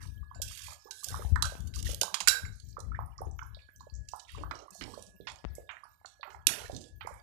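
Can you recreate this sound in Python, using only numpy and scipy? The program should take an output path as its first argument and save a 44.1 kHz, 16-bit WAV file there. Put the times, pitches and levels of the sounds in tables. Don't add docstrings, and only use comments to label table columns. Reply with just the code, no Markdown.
import sys
import numpy as np
from scipy import signal
from scipy.fft import rfft, irfft
from scipy.io import wavfile
from scipy.ndimage import uniform_filter1d

SR = 44100
rng = np.random.default_rng(int(sys.argv[2]) if len(sys.argv) > 2 else 0)


def volts_from_db(level):
    exponent = np.asarray(level, float) / 20
    return 10 ** exponent


def store_wav(level_fs):
    pcm = np.round(np.clip(np.atleast_2d(level_fs), -1, 1) * 32767)
    wavfile.write(sys.argv[1], SR, pcm.T.astype(np.int16))


N = 318402
T = np.arange(N) / SR


def evened(x):
    return x / np.sqrt(np.mean(x ** 2) + 1e-20)


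def read(points, hz):
    f, value = np.transpose(points)
    return np.interp(np.log(hz + 1), np.log(f + 1), value)


def add(mix, s, sound):
    part = mix[max(round(s * SR), 0):][:len(sound)]
    part += sound[:len(part)]


def noise(colour, size, patchy_db, flicker_db):
    frames, hz = 4 * N // size + 5, np.fft.rfftfreq(size, 1 / SR)
    a, b, patches = rng.standard_normal((frames, len(hz), 3)).T
    patches = uniform_filter1d(uniform_filter1d(patches, size=3, axis=0), size=60, axis=1)
    flicker = np.minimum(rng.exponential(1, frames), 3)
    level_db = read(colour, hz)[:, None] + patchy_db * evened(patches) + flicker_db * flicker
    z = (a + 1j * b) * volts_from_db(level_db)
    return evened(signal.istft(z, nperseg=size, noverlap=3 * size // 4)[1][:N])


def grit(count, centre_hz, octaves, lumpy_db):
    hz = np.fft.rfftfreq(count, 1 / SR) + 1
    lumps_db = lumpy_db * np.interp(hz, np.arange(120) * 190, rng.standard_normal(120))
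    offset = np.abs(np.log2(hz / centre_hz) / max(octaves, .1))
    colour = volts_from_db(lumps_db) * np.exp(-.4 * offset ** 3 - hz / 15000)
    return evened(irfft(rfft(rng.standard_normal(count)) * colour))


def bubble(hz, cycles):
    t = np.arange(900) / SR
    u = t * hz / cycles
    return u * np.exp(1 - u) * np.sin(2 * np.pi * hz * t)


def slow_waver():
    return evened(uniform_filter1d(rng.standard_normal(N), size=2000))


def stroke(start, end, db, centre_hz, fade_db):
    count = 2 * round((end - start) * SR / 2)
    octaves = base_octaves(fade_db, db)
    return count, octaves


def rub(out, start, end, db, centre_hz, fade_db, octaves):
    octaves = octaves + .04 * (db + 50)
    count = 2 * round((end - start) * SR / 2)
    gusts = uniform_filter1d(rng.exponential(1, 20000) ** 3, size=250)[:count]
    gust_db = 2.2 * evened(gusts - 6)
    wet = grit(20000, centre_hz, octaves, lumpy_db=np.clip(-db / 5 - 6, 2, 6))[:count]
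    for when, pitch, size in rng.random((60, 3))[:int(110 * (end - start))]:
        hz = centre_hz * 2 ** (octaves * (2.4 * pitch - 1.2))
        add(wet, when * count / SR, volts_from_db(7 * size ** 2) * bubble(hz, cycles=3.5))
    shape = volts_from_db(db - fade_db * np.linspace(0, 1, count) + gust_db) * signal.windows.tukey(count, .3)
    add(out, start, shape * evened(wet))


# start [t/s], end [t/s], rms [level/dB], centre [f/Hz], fade [dB]
SCRAPES = [(0, .2, -48, 6300, 30), (0.423, 0.778, -44.5, 5490, 2), (0.778, 0.894, -61.5, 5900, 0),
           (0.9, 1.054, -52, 6500, -0.5), (1.023, 1.345, -41, 7600, 15), (1.431, 1.714, -44.5, 6000, 23.5),
           (1.734, 1.813, -45, 6160, -2.5), (1.846, 1.948, -34, 5750, 9), (2.5, 2.75, -61.5, 5490, 2.5),
           (4.069, 4.26, -58.5, 5900, 3), (4.27, 4.45, -56, 6200, 6), (4.53, 4.66, -54, 4800, 10),
           (4.717, 4.822, -55, 6800, -3.5), (4.842, 5.13, -52, 5600, 10), (5.553, 5.62, -64, 8200, 5),
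           (6.055, 6.148, -55, 5000, 10), (6.295, 6.375, -60.5, 6300, 6), (6.475, 6.72, -38, 4200, 16),
           (6.69, 6.92, -54, 5500, 6), (7.068, 7.212, -57, 7860, 15)]


def scrapes():
    out = np.zeros(N)
    for start, end, db, centre_hz, fade_db in SCRAPES:
        rub(out, start, end, db, centre_hz, fade_db, octaves=.86)
    return out


# start [t/s], end [t/s], rms [level/dB], centre [f/Hz]
SLOSHES = [(0, 0.075, -49, 1466), (0.559, 0.73, -55, 1400), (.67, 0.786, -54, 750), (.85, .97, -60, 900),
           (1.05, 1.257, -50, 512), (1.085, 1.326, -47.5, 1210), (1.425, 1.62, -48, 950),
           (2.27, 2.458, -48, 700), (4.269, 4.459, -47.5, 2596), (4.36, 4.5, -45, 560),
           (4.81, 5.05, -48, 600), (5.27, 5.43, -54, 750), (6.73, 6.9, -47, 330), (4.512, 4.68, -45, 640),
           (5.69, 5.793, -51, 950), (5.692, 5.798, -52.5, 1750), (6.23, 6.436, -48, 950),
           (6.26, 6.402, -60, 411), (6.47, 6.675, -41, 900), (7.012, 7.22, -49, 1510)]


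def sloshes():
    out = np.zeros(N)
    for start, end, db, centre_hz in SLOSHES:
        rub(out, start, end, db, centre_hz, fade_db=13, octaves=.55)
    return out


# time [t/s], level [dB]
WHISTLE = [(0, -63.5), (1.0, -67), (2.6, -80), (3.35, -80), (3.55, -68), (7.22, -66.5)]


def whistle():
    waver = slow_waver()
    level = volts_from_db(np.interp(T, *np.transpose(WHISTLE)) + 4) * (1 + 0.2 * waver[::-1])
    return level * np.sin(2 * np.pi * np.cumsum(1688 + 6.0 * waver) / SR)


# frequency [f/Hz], density [level/dB per Hz]
ROOM_AIR = [(20, -15.5), (60, 15.5), (150, -8), (400, -17.5), (1800, -15.5), (4000, -11), (14000, -16.5)]


def room_air():
    return volts_from_db(-70) * noise(ROOM_AIR, size=1024, patchy_db=3.5, flicker_db=1.5)


def fizz():
    out = np.zeros(N)
    for when, pitch, size, cycles in rng.random((260, 4)):
        grain = bubble(1800 * 2 ** (2.9 * pitch), 2 + 9 * cycles)
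        add(out, when * N / SR, volts_from_db(-68 + 11 * size ** 3) * grain)
    return out


# start [t/s], hold [s], level [dB]
HAND_SHIFTS = [(0.03, .06, -37), (.17, .04, -41), (.37, .11, -40), (.64, .05, -47), (1.12, .07, -33),
               (1.32, .09, -26), (1.6, .08, -31), (1.78, .13, -28), (2.26, .04, -46), (2.46, .03, -33.5),
               (2.64, .1, -43), (2.84, .19, -33), (3.22, .11, -37), (3.42, .11, -44), (3.79, .04, -47),
               (3.97, .04, -40.5), (4.35, .12, -38), (4.95, .2, -61), (5.3, .04, -53), (5.49, .04, -41),
               (5.88, .15, -67), (6.34, .2, -54), (6.62, .12, -47), (6.92, .21, -49)]


def grip_db():
    grab_db_per_s, ease_db_per_s, still_db = 300, 150, -70
    t = T[::64]
    moves = []
    for s, hold, db in HAND_SHIFTS:
        before_s, after_s = np.maximum(s - t, 0), np.maximum(t - s - hold, 0)
        moves.append(db - grab_db_per_s * before_s - ease_db_per_s * after_s)
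    return np.interp(T, t, np.maximum(np.max(moves, axis=0), still_db))


# frequency [f/Hz], density [level/dB per Hz]
RUMBLE = [(20, -37.5), (40, -15.5), (62, 5), (90, -3), (200, -24), (500, -41), (1200, -58), (9000, -110)]


def hand_rumble():
    return volts_from_db(grip_db()) * noise(RUMBLE, size=2048, patchy_db=1.5, flicker_db=-0.5)


def cricket():
    start_s, every_s = .115, .36
    phase_s = (T - start_s) % every_s
    chirp = volts_from_db(-62 - 110 * phase_s) * np.clip(phase_s / .01, 0, 1)
    trill = 1 + .6 * np.sin(2 * np.pi * 45 * T)
    return chirp * trill * np.sin(2 * np.pi * np.cumsum(13550 + 40 * slow_waver()) / SR)


# time
# [t/s], peak [level/dB], pitch [f/Hz]
SMALL_PLOPS = [(0.229, -56, 1155), (0.313, -45.5, 1080), (0.51, -52.5, 1210), (0.683, -46, 990),
               (1.029, -51, 1140), (1.144, -32, 1110), (1.222, -41, 1190), (1.765, -52.5, 1180),
               (2.035, -31.5, 900), (2.08, -38, 1030), (2.143, -31, 1120), (2.208, -34, 950),
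               (.72, -53, 1200), (.872, -55, 1150), (.885, -56, 850), (1.247, -45, 800),
               (2.769, -36.5, 1170), (2.919, -42, 1317), (2.948, -39.5, 1734), (2.991, -29.5, 966),
              (3.187, -46, 1148), (3.416, -41.5, 1482), (3.425, -42.5, 1070), (3.687, -54, 1620),
              (3.807, -48, 1044), (4.136, -33, 935), (4.349, -45, 1110), (4.436, -35, 1104),
              (4.681, -50, 1100), (4.938, -45, 1075), (5.835, -46, 1163), (6.304, -50.5, 910),
              (6.346, -46, 927), (6.536, -42.5, 1720), (6.658, -46, 1800), (7.074, -32.5, 944)]
# time [t/s], peak [level/dB], pitch [f/Hz]
DEEP_PLOPS = [(0.358, -56, 694), (0.399, -48, 590), (0.855, -52.5, 433), (1.195, -40, 521),
              (1.522, -43, 577), (1.891, -43.5, 515), (1.932, -44.5, 522), (2.02, -32.5, 576),
              (2.783, -44, 516), (3.207, -42.5, 483), (3.219, -33.5, 777), (3.269, -46.5, 384),
              (3.569, -55.5, 620), (3.869, -48, 582), (4.753, -54.5, 690), (4.976, -42.5, 571),
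              (5.202, -46.5, 420), (5.583, -40.5, 527), (6.196, -57, 563), (6.698, -35.5, 640),
              (7.049, -47, 464), (7.108, -50, 552)]


def plops():
    out, t = np.zeros(N), np.arange(8192) / SR
    for s, db, hz in DEEP_PLOPS + SMALL_PLOPS:
        t60_s = .018 - .0007 * (db + 43)
        u = t / max(t60_s, .004) * np.log(1000)
        turns = np.cumsum(hz * 2 ** (.07 * np.minimum(u, 5) - .1)) / SR
        pop = u ** 2 * np.exp(2 - 2 * u) * np.sin(2 * np.pi * turns)
        wash = volts_from_db(-16.5 - 60 * t / 0.17) * (1 - np.exp(-t / .003))
        spatter = wash * grit(len(t), 1.05 * hz, .45, lumpy_db=4)
        add(out, s - .001, volts_from_db(db + 9) * (pop + spatter))
    return out


def crack(t, db, centre_hz, t60_s, width):
    octaves = read(width, centre_hz) * (1 + 0.7 * np.clip(db / 15 + 1, 0, 1))
    decay = volts_from_db(-60 * t / max(t60_s, .004)) + 0.4 * volts_from_db(-60 * t / 0.0027)
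    return decay * grit(len(t), centre_hz, octaves, lumpy_db=np.clip(1.5 - db / 11, 2, 5))


# frequency [f/Hz], level [dB], t60 [s]
BOWL_MODES = [(1447, -14, .2), (1529, -6, .3), (1599, -8, .3), (2789, -16, .16), (3908, -9, .3),
              (4230, -12, .12), (4570, -5, .12), (5367, -7, .1), (5717, -15, .14), (6966, -10, .2),
              (7170, -1, .11), (7290, -5, .16), (8032, -12, .12), (10790, -12, .14)]


def bowl_ring(t):
    jitter = evened(uniform_filter1d(rng.standard_normal(len(t)), size=150))
    rattle_s = t + .012 * np.cumsum(jitter) / SR
    ring = np.zeros(len(t))
    for hz, db, t60_s in BOWL_MODES * 3:
        weaker, phase, detune = rng.random(3)
        turns = hz * (1 + .022 * (detune - .5)) * rattle_s + phase
        ring += volts_from_db(db - 2 - 9.8 * weaker - 60 * t / min(t60_s, .3)) * np.sin(2 * np.pi * turns)
    return ring


# time [t/s], peak [level/dB], centre [f/Hz], crack t60 [s], ring [level/dB]
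BOWL_CLINKS = [(0.3466, -48, 1680, 0.014, -2.5), (0.4175, -25, 6980, 0.075, -20),
               (0.909, -30.5, 5350, 0.036, -15), (1.0345, -32, 7000, 0.03, -29),
               (1.0427, -24, 7000, 0.03, -28), (1.0851, -22.5, 7030, 0.013, -20),
               (1.3586, -20, 1280, 0.05, -30), (1.358, -36, 6000, .02, -30), (1.4233, -17, 6300, 0.03, -12),
               (1.4245, -27, 1300, .12, -30), (1.6046, -41.5, 7400, 0.02, -15),
               (1.672, -42.5, 7100, 0.045, -13), (1.7384, -39, 3330, 0.029, -11),
               (1.8272, -25.5, 5660, 0.013, -22), (1.847, -33.5, 4646, 0.017, -30),
               (1.9457, -17, 6780, 0.008, -25), (2.0128, -12.5, 5600, 0.028, -17),
               (2.032, -16, 6540, 0.013, -24), (2.142, -17, 4500, 0.041, -20),
               (2.2031, -24, 4500, 0.07, -15), (2.2738, -12, 1700, 0.03, -3), (2.274, -15, 6500, 0.1, -30),
               (2.2838, -2, 7000, 0.013, -16.5), (2.4518, -34, 1640, 0.026, -9.5)]
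# centre [f/Hz], width [octaves]
BOWL_WIDTH = [(1200, .36), (1650, .36), (3500, .95), (7000, .85)]


def bowl_clinks():
    out, t = np.zeros(N), np.arange(12000) / SR
    for s, db, centre_hz, t60_s, ring_db in BOWL_CLINKS:
        blow = crack(t, db, centre_hz, t60_s, BOWL_WIDTH)
        if ring_db > -22:
            blow = blow + volts_from_db(ring_db) * bowl_ring(t)
        add(out, s, volts_from_db(db + 1) * blow * (1 - np.exp(-t * 1700)))
    return out


# time [t/s], peak [level/dB], top [f/Hz]
TICKS = [
    (1.244, -48.5, 900),
    (1.553, -25, 4750),
    (3.272, -37, 800),
    (3.69, -48, 500),
    (4.383, -30.5, 2020),
    (5.443, -24, 2940),
    (5.45, -16, 4000),
]


def finger_ticks():
    out, t = np.zeros(N), np.arange(8000) / SR
    for s, db, top_hz in TICKS:
        push = (1 - t * top_hz * 1.15) * np.exp(-t * top_hz * 0.83)
        push -= .5 * np.sin(2 * np.pi * 150 * t) * np.exp(-t / 0.0015)
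        tail = signal.lfilter([.25], [1, -.75], rng.standard_normal(len(t))) * volts_from_db(-30.5 - 60 * t / 0.9)
        add(out, s, volts_from_db(db) * signal.lfilter([.16], [1, -1.2, .36], push + tail))
    return out


# time [t/s], peak [level/dB], pitch [f/Hz], t60 [s]
BUMPS = [
    (1.249, -30.5, 65.6, 0.16),
    (1.321, -22, 70, 0.12),
    (2.436, -36, 86.7, 0.09),
    (3.924, -43, 60.3, 0.38),
    (5.456, -37, 57.1, 0.085),
]


def grip_bumps():
    out, t = np.zeros(N), np.arange(8000) / SR
    for s, db, hz, t60_s in BUMPS:
        decay = volts_from_db(db + 14 - 60 * t / t60_s) * (1 - np.exp(-t / 0.0014))
        add(out, s, decay * np.sin(2 * np.pi * hz * t))
    return out


# time [t/s], peak [level/dB], centre
# [f/Hz], width [octaves]
DRIPS_AND_GRAINS = [(1.453, -27, 4500, .9), (1.759, -32, 7040, .5), (1.79, -35, 7020, .5), (1.876, -34, 4500, .6),
                    (1.892, -33, 7000, .7), (1.915, -35, 8000, .5), (2.557, -52, 9500, .3), (2.652, -52, 6440, .2),
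                    (2.687, -48, 6500, .5), (2.704, -51, 6500, .35), (2.727, -52, 4700, .15), (2.791, -47, 6730, .5),
                    (3.06, -52, 10500, .2), (3.18, -43, 5600, .25), (3.215, -46, 10300, .2), (3.255, -53, 6500, .12),
                    (3.312, -50, 6500, .3), (3.388, -48, 6300, .15), (3.43, -48, 6000, .25), (3.465, -50, 11000, .15),
                    (3.547, -39, 4100, .22), (3.591, -47, 2300, .25), (3.62, -47, 4020, .18), (3.761, -46, 6800, .35),
                    (3.797, -49, 4550, .25), (3.807, -44, 5500, .4), (3.898, -47, 4410, .17), (3.939, -47, 6320, .2),
                    (3.952, -48, 6300, .25), (3.962, -49, 6500, .2), (4.116, -43, 6000, .4), (4.16, -43, 9500, .3),
                    (4.249, -48, 3660, .2), (4.318, -47, 9500, .5), (4.553, -43, 5520, .15), (4.59, -47, 5820, .15),
                    (4.749, -44, 7500, .5), (4.764, -45, 6600, .2), (4.821, -38, 4000, .9), (4.942, -42, 4640, .4),
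                    (5.065, -46, 6300, .3), (5.209, -50, 3680, .15), (5.552, -39, 8000, .5), (6.058, -37, 5000, .6),
                    (6.21, -47, 4090, .2), (6.814, -40, 6000, .7), (6.84, -44, 4500, .5), (7.199, -50, 4200, .25),
                    (1.424, -21, 3950, .12), (5.284, -41, 6000, .5), (5.299, -40, 3500, .9), (5.318, -43, 6500, .6),
          (5.358, -46, 5000, .8), (5.387, -48, 4000, .6), (5.711, -40, 2000, .8), (5.715, -50, 6800, .12),
          (5.768, -42, 1900, .45), (5.853, -42, 1200, .35), (5.84, -54, 4800, .15), (5.84, -55, 9600, .1),
          (6.014, -58, 850, .2), (6.229, -42, 3800, .3), (6.303, -44, 1800, .6), (6.347, -45, 1600, .6),
          (6.49, -27, 1900, .3), (6.536, -32, 2200, .8), (6.583, -37, 2500, .9), (6.718, -43, 5000, .7),
          (6.748, -38, 4440, .5), (7.14, -48, 9000, .4)]


def drips_and_grains():
    out, t = np.zeros(N), np.arange(6000) / SR
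    tick_t60_s, spray_db, spray_t60_s = .012, -15, .16
    fade = volts_from_db(-60 * t / tick_t60_s) + volts_from_db(spray_db - 60 * t / spray_t60_s)
    fade = fade * (1 - np.exp(-t / .0005))
    for s, db, centre_hz, octaves in DRIPS_AND_GRAINS:
        add(out, s, volts_from_db(db + 3) * fade * grit(len(t), centre_hz, octaves, lumpy_db=6))
    return out


# start [t/s], steps [count], rate [steps/s], level [dB]
MOTOR = [
    (2.052, 3.8, 11.8, -51),
    (4.728, 8.6, 14.1, -53.5),
]


def focus_motor():
    out, t = np.zeros(N), np.arange(8000) / SR
    hum = np.sin(2 * np.pi * 187 * t) + 0.23 * np.sin(2 * np.pi * 374 * t)
    step = np.exp(-.5 * ((t - .03) / .009) ** 2) * hum
    for s, steps, per_s, db in MOTOR:
        for k in range(int(steps)):
            add(out, s - .03 + k / per_s, volts_from_db(db) * step)
    return out


# time [t/s], peak [level/dB], centre [f/Hz], crack t60 [s]
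POT_KNOCKS = [(2.5997, -44, 5646, 0.026), (2.802, -38, 6800, 0.03), (3.3915, -34, 1500, 0.024),
              (4.0868, -34.5, 5095, 0.026), (4.1954, -38, 4760, 0.049), (4.5102, -28, 1300, 0.06),
              (4.5108, -39, 4500, .03), (4.706, -40, 8500, 0.03), (4.8097, -35.5, 2210, 0.12),
              (4.8383, -28, 4320, 0.013), (5.024, -40, 5850, 0.026), (5.2706, -31.5, 2100, 0.13),
              (5.691, -35, 1600, 0.1), (6.0464, -36, 1000, 0.03), (6.2303, -34, 1500, 0.07),
              (6.4689, -1.5, 6200, 0.017), (6.7643, -34.5, 5500, 0.025), (7.0085, -34, 1700, 0.076),
              (7.0704, -41.5, 7540, 0.042)]
# centre [f/Hz], width [octaves]
POT_WIDTH = [(1300, .65), (2000, .95), (4500, .6), (5600, .75), (8000, .5)]


def pot_knocks():
    out, t = np.zeros(N), np.arange(12000) / SR
    for s, db, centre_hz, t60_s in POT_KNOCKS:
        blow = crack(t, db, centre_hz, t60_s, POT_WIDTH)
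        add(out, s, volts_from_db(db + 1) * blow * (1 - np.exp(-t * 1700)))
    return out


# time [t/s], rms [level/dB], t60 [s]
THUDS = [
    (4.511, -43, 0.15),
    (4.806, -37, 0.6),
    (5.199, -51, 0.4),
    (6.47, -36, 0.35),
    (6.728, -33, 0.36),
]
# frequency [f/Hz], density [level/dB per Hz]
PUFF = [(20, -22.5), (60, -1), (120, -6.5), (250, -4.5), (450, -15.5), (900, -47.5)]


def pot_thuds():
    swell = np.zeros(N)
    for s, db, t60_s in THUDS:
        swell += volts_from_db(db - 60 * np.maximum(T - s, 0) / t60_s) * np.clip((T - s) / .004, 0, 1)
    return swell * noise(PUFF, size=1024, patchy_db=3, flicker_db=1.8)


# frequency [f/Hz], t60 [s]
KITCHEN = [(300, 0.51), (1000, 0.46), (3000, 0.31), (8000, 0.3), (14000, 0.33)]


def kitchen(x):
    taps = np.zeros(SR // 2)
    at = np.arange(300, len(taps) - 20, 20)
    taps[at + rng.integers(0, 20, len(at))] = rng.choice([-1., 1.], len(at))
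    hz, t, z = signal.stft(taps, SR, nperseg=256)
    decay = volts_from_db(-60 * t / read(KITCHEN, hz)[:, None])
    tail = signal.istft(z * decay, SR, nperseg=256)[1]
    return signal.fftconvolve(x, tail / np.linalg.norm(tail))[:N]


def under_hand(heard, air):
    case = finger_ticks() + grip_bumps() + focus_motor()
    muffled = volts_from_db(-25) * signal.lfilter([.16], [1, -1.2, .36], np.roll(heard, 6))
    dull = signal.butter(10, 7300, fs=SR, output="sos")
    return signal.sosfilt(dull, case + muffled + volts_from_db(-10) * air[::-1])


def scene():
    hits = scrapes() + sloshes() + fizz() + plops() + bowl_clinks() + drips_and_grains() + pot_knocks()
    heard = hits + volts_from_db(-9) * kitchen(hits) + whistle() + cricket()
    air = room_air()
    left = hand_rumble() + under_hand(heard, air)
    right = pot_thuds() + heard + air
    return np.array([left, right])


# frequency [f/Hz], level [dB]
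GATE = [(100, -30), (400, -11), (1000, 0), (4000, -2), (14000, -7.5)]


def gate(x, shut_db, depth_db, release_db_per_s, wander_db):
    hz, t, z = signal.stft(x, SR, nperseg=512, noverlap=384)
    power = uniform_filter1d(uniform_filter1d(abs(z) ** 2, size=5, axis=1), size=3, axis=2)
    wander = uniform_filter1d(rng.standard_normal(z.shape), size=4, axis=1)
    wander = evened(uniform_filter1d(wander, size=36, axis=2))
    over_db = 10 * np.log10(abs(power) + 1e-20) - shut_db - read(GATE, hz)[:, None]
    release_db = release_db_per_s * t
    gain_db = np.clip(2.5 * over_db, -depth_db, 0) + release_db
    gain_db = np.maximum.accumulate(gain_db, axis=2) - release_db
    quiet = np.clip(1 - over_db / 45, 0, 1) * (hz > 400)[:, None]
    gain_db = gain_db - wander_db * quiet * np.maximum(wander, 0) ** 2
    return signal.istft(z * volts_from_db(gain_db), SR, nperseg=512, noverlap=384)[1][:, :N]


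def roll_off(x):
    return signal.sosfilt(signal.butter(12, 15480, fs=SR, output="sos"), x)


def record(dry):
    cut = signal.sosfilt(signal.butter(3, 45, "high", fs=SR, output="sos"), dry)
    gated = gate(np.tanh(cut), shut_db=-89, depth_db=7, release_db_per_s=249, wander_db=7.0)
    kept = signal.oaconvolve(gated, signal.firwin(255, 14450, fs=SR)[None], "same")
    return roll_off(kept + volts_from_db(-41.5) * (gated - kept))


dry = scene()
out = record(dry)
store_wav(out)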